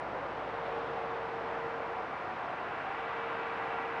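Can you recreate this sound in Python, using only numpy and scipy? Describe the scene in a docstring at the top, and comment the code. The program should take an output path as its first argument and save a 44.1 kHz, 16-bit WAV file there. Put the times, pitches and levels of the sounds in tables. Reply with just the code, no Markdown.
"""A wash of distant road traffic across a wide, calm river. One vehicle's low roar recedes while a lorry's
brighter tyre noise nears, ringing in narrow bands, its treads whining in short rising notes. Far machinery
holds a thin hum with odd harmonics that fades and returns on the air, over a faint low drone."""
import sys
import numpy as np
from scipy import signal
from scipy.fft import rfft, irfft
from scipy.io import wavfile

SR = 44100
rng = np.random.default_rng(int(sys.argv[2]) if len(sys.argv) > 2 else 0)


def to_wav(sig):
    """Store sig (one row per channel, or 1-D mono) as 16-bit WAV at the path in sys.argv[1].

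    Samples outside -1..1 are clipped; the rate is SR.
    """
    pcm = np.clip(np.atleast_2d(sig), -1, 1) * 32767
    pcm = np.round(pcm).astype(np.int16)
    wavfile.write(sys.argv[1], SR, pcm.T)  # frames by channels


N = 176400
T = np.arange(N) / SR
FREQS = np.arange(N // 2 + 1) * SR / N


def undb(db):
    """Decibels to gain."""
    return 10 ** (np.asarray(db) / 20)


def unit(x):
    """Scale to rms 1."""
    return x / np.sqrt(np.mean(x ** 2))


def curve(rows):
    """Linear interpolation of (time, value) rows over the scene."""
    times_s, values = np.array(rows).T
    return np.interp(T, times_s, values)


def walk(rate_hz):
    """Smooth random signal, rms 1, rolling off near rate_hz."""
    return unit(irfft(rfft(rng.standard_normal(N)) * np.exp(-(FREQS / rate_hz) ** 2), N))


def roar(shape, flicker_db=0.04):
    """Coloured noise, rms 1; half-octave bands flicker very slightly in the moving air."""
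    hz, db = np.array(shape).T
    octave = np.log2(np.maximum(FREQS, 1) / 20)
    gain = undb(np.interp(octave, np.log2(hz / 20), db)) * (octave > 0)
    spectrum = rfft(rng.standard_normal(N)) * gain
    bands = (irfft(spectrum * np.maximum(1 - abs(2 * octave - k), 0), N) for k in range(19))
    return unit(sum(band * undb(flicker_db * walk(5)) for band in bands))


def sing(hz, width_hz):
    """Narrow noise band around hz, rms 1."""
    phase = 2 * np.pi * hz * T
    return unit(walk(width_hz * 1.2) * np.cos(phase) + walk(width_hz * 1.04) * np.sin(phase))


def tone(hz, waver_db=1.0):
    """Sine with a wavering level, rms 1."""
    return unit(np.sin(2 * np.pi * (hz * T + rng.random())) * undb(waver_db * walk(1)))


def traffic():
    """Far traffic merges into a gently swelling wash; hiss comes and goes above it."""
    # wash spectrum (frequency [Hz], relative density [dB])
    wash_shape = [(20, -43.5), (45, -25.5), (90, -14), (160, -9.5), (240, -10), (300, -6), (600, -3),
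                  (720, 1), (950, 0), (1200, -3), (1600, -7.5), (2100, -12.5), (2800, -20.5), (4000, -30),
                  (5500, -37.5), (8000, -52.5), (9600, -53.5), (10000, -59), (11000, -64)]
    # slow swell (time [s], gain [dB])
    swell = [(0, -0.5), (.8, 0.5), (1.3, 0), (1.55, 1), (1.9, 0), (2.5, 0), (3.2, -0.5), (3.7, 0.5),
             (4, -0.1)]
    # hiss spectrum (frequency [Hz], relative density [dB])
    hiss_shape = [(800, -26.5), (2000, -1), (2800, 0), (3600, -2), (5000, -22), (8000, -38), (11000, -53)]
    # hiss envelope (time [s], level [dB])
    hiss_level = [(0, -70), (.45, -63), (.7, -58), (1.3, -62.5), (2.1, -73.5), (2.4, -63), (2.7, -67),
                  (3, -59), (3.35, -58), (4, -64)]
    wash = roar(wash_shape) * undb(-39 + curve(swell))
    hiss = roar(hiss_shape) * undb(curve(hiss_level))
    return wash + hiss


def receding_vehicle():
    """A low roar with one brief hollow moan holds, then dies away with distance."""
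    # roar spectrum (frequency [Hz], relative density [dB])
    shape = [(60, -14.5), (150, -4), (280, -3.5), (380, 2), (540, 11.5), (680, 5), (1000, 2.5),
             (2000, -39.5), (8000, -76.5)]
    hold_s, fall_db_per_s = 0.78, 5
    moan_at_s, moan_half_width_s = 0.19, 0.12
    leaving = roar(shape) * undb(-44.5 - fall_db_per_s * np.maximum(T - hold_s, 0))
    moan_envelope = undb(-46) * np.exp(-((T - moan_at_s) / moan_half_width_s) ** 2)
    return leaving + sing(hz=526, width_hz=44) * moan_envelope


def lorry_tyres():
    """Tyre rush and ringing bands swell as the lorry nears."""
    # rush spectrum (frequency [Hz], relative density [dB])
    rush_shape = [(500, -17), (900, 1.5), (1150, -1), (1330, -4), (1600, 1.5), (1800, -5.5), (2100, -7.5),
                  (2400, -8), (2750, -9), (3200, -19), (4200, -38), (7000, -54), (11000, -67.5)]
    # tyre resonances (frequency [Hz], width [Hz], level before approach gain [dB])
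    resonances = [(783, 25, -57.5), (1172, 28, -52.5), (1390, 16, -58), (1965, 29, -54.5), (2297, 18, -59),
                  (2645, 45, -62.5)]
    # lorry's approach (time [s], gain [dB])
    approach = [(0, -13.5), (1.5, -9), (2.15, -9), (2.85, -0.5), (3.4, -0.5), (4, 1)]
    rush = roar(rush_shape) * undb(-43)
    ringing = sum(sing(hz, width_hz) * undb(db) for hz, width_hz, db in resonances)
    return (rush + ringing) * undb(curve(approach))


def tread_whine():
    """The lorry's treads whine faintly and flare into short, rising notes."""
    # whine flares (centre [s], length [s], centre pitch [Hz], top level [dB])
    flares = [(.74, .16, 740, -48), (1.03, .32, 746, -48), (2.0, .12, 746, -47), (2.135, .07, 778, -46),
              (2.315, .07, 749, -43.5), (2.51, .14, 744, -45.5), (2.895, .14, 782, -42),
              (2.995, .07, 776, -41.5), (3.16, .11, 771, -46.5), (3.44, .11, 784, -47),
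              (3.63, .1, 786, -46.5), (3.825, .1, 779, -41.5)]
    rise_hz = 21.8
    whine = sing(hz=746, width_hz=18) * undb(-57.5)
    for centre_s, length_s, hz, db in flares:
        position = np.clip((T - centre_s) / length_s, -.5, .5)
        phase = 2 * np.pi * (np.cumsum(hz + rise_hz * position) / SR + rng.random())
        envelope = np.cos(np.pi * position) * undb(db)
        whine += np.sqrt(2) * np.sin(phase) * envelope
    return whine


def machinery():
    """A fluttering hum fades and returns on the air; its odd overtones slowly grow."""
    # fading of the fundamental (time [s], gain [dB])
    fade = [(0, -18), (.4, -14), (.54, -4), (.76, 1.2), (1.65, 0), (1.85, .8), (2.05, -6), (2.25, -22),
            (2.6, -20), (2.8, -10.5), (3, -5), (3.2, -1), (4, -2)]
    # odd overtones (multiple [-], mid-scene level [dB])
    partials = [(3, -55.5), (5, -69), (9, -86), (11, -89.5)]
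    hum_hz, flutter_db, rise_db_per_s = 460.8, 1.1, 1.5
    hum = tone(hum_hz, waver_db=0.8)
    hum *= undb(-44.3 + curve(fade) + flutter_db * walk(rate_hz=20))
    overtones = sum(tone(k * hum_hz) * undb(db) for k, db in partials)
    return hum + overtones * undb(rise_db_per_s * (T - T.mean()))


def machinery_treble():
    """Faint whistles and a thin, growing sizzle far above the hum."""
    # whistles (frequency [Hz], level [dB])
    lines = [(7837, -98), (7897, -99)]
    # sizzle envelope (time [s], level [dB])
    sizzle_level = [(0, -102), (2.3, -100.5), (3.2, -96.5), (3.65, -92.5), (4, -94.5)]
    whistles = sum(tone(hz) * undb(db) for hz, db in lines)
    sizzle = sing(hz=9660, width_hz=75) * undb(curve(sizzle_level))
    return whistles + sizzle


def low_drone():
    """Low steady tones waver and slowly recede."""
    # low tones (frequency [Hz], mid-scene level [dB])
    lines = [(60.2, -66), (110.3, -67), (141, -66), (281, -66)]
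    fall_db_per_s = 2.1
    drone = sum(tone(hz) * undb(db) for hz, db in lines)
    return drone * undb(-fall_db_per_s * (T - T.mean()))


def scene():
    """All sources, far off over the water; mono."""
    road = traffic() + receding_vehicle() + lorry_tyres() + tread_whine()
    return (road + machinery() + machinery_treble() + low_drone())[None, :]


def record(dry):
    """Steep elliptic low-pass cuts the top."""
    cutoff_hz = 10800
    return signal.sosfilt(signal.ellip(8, .2, 70, cutoff_hz, fs=SR, output="sos"), dry)


dry = scene()
out = record(dry)
to_wav(out)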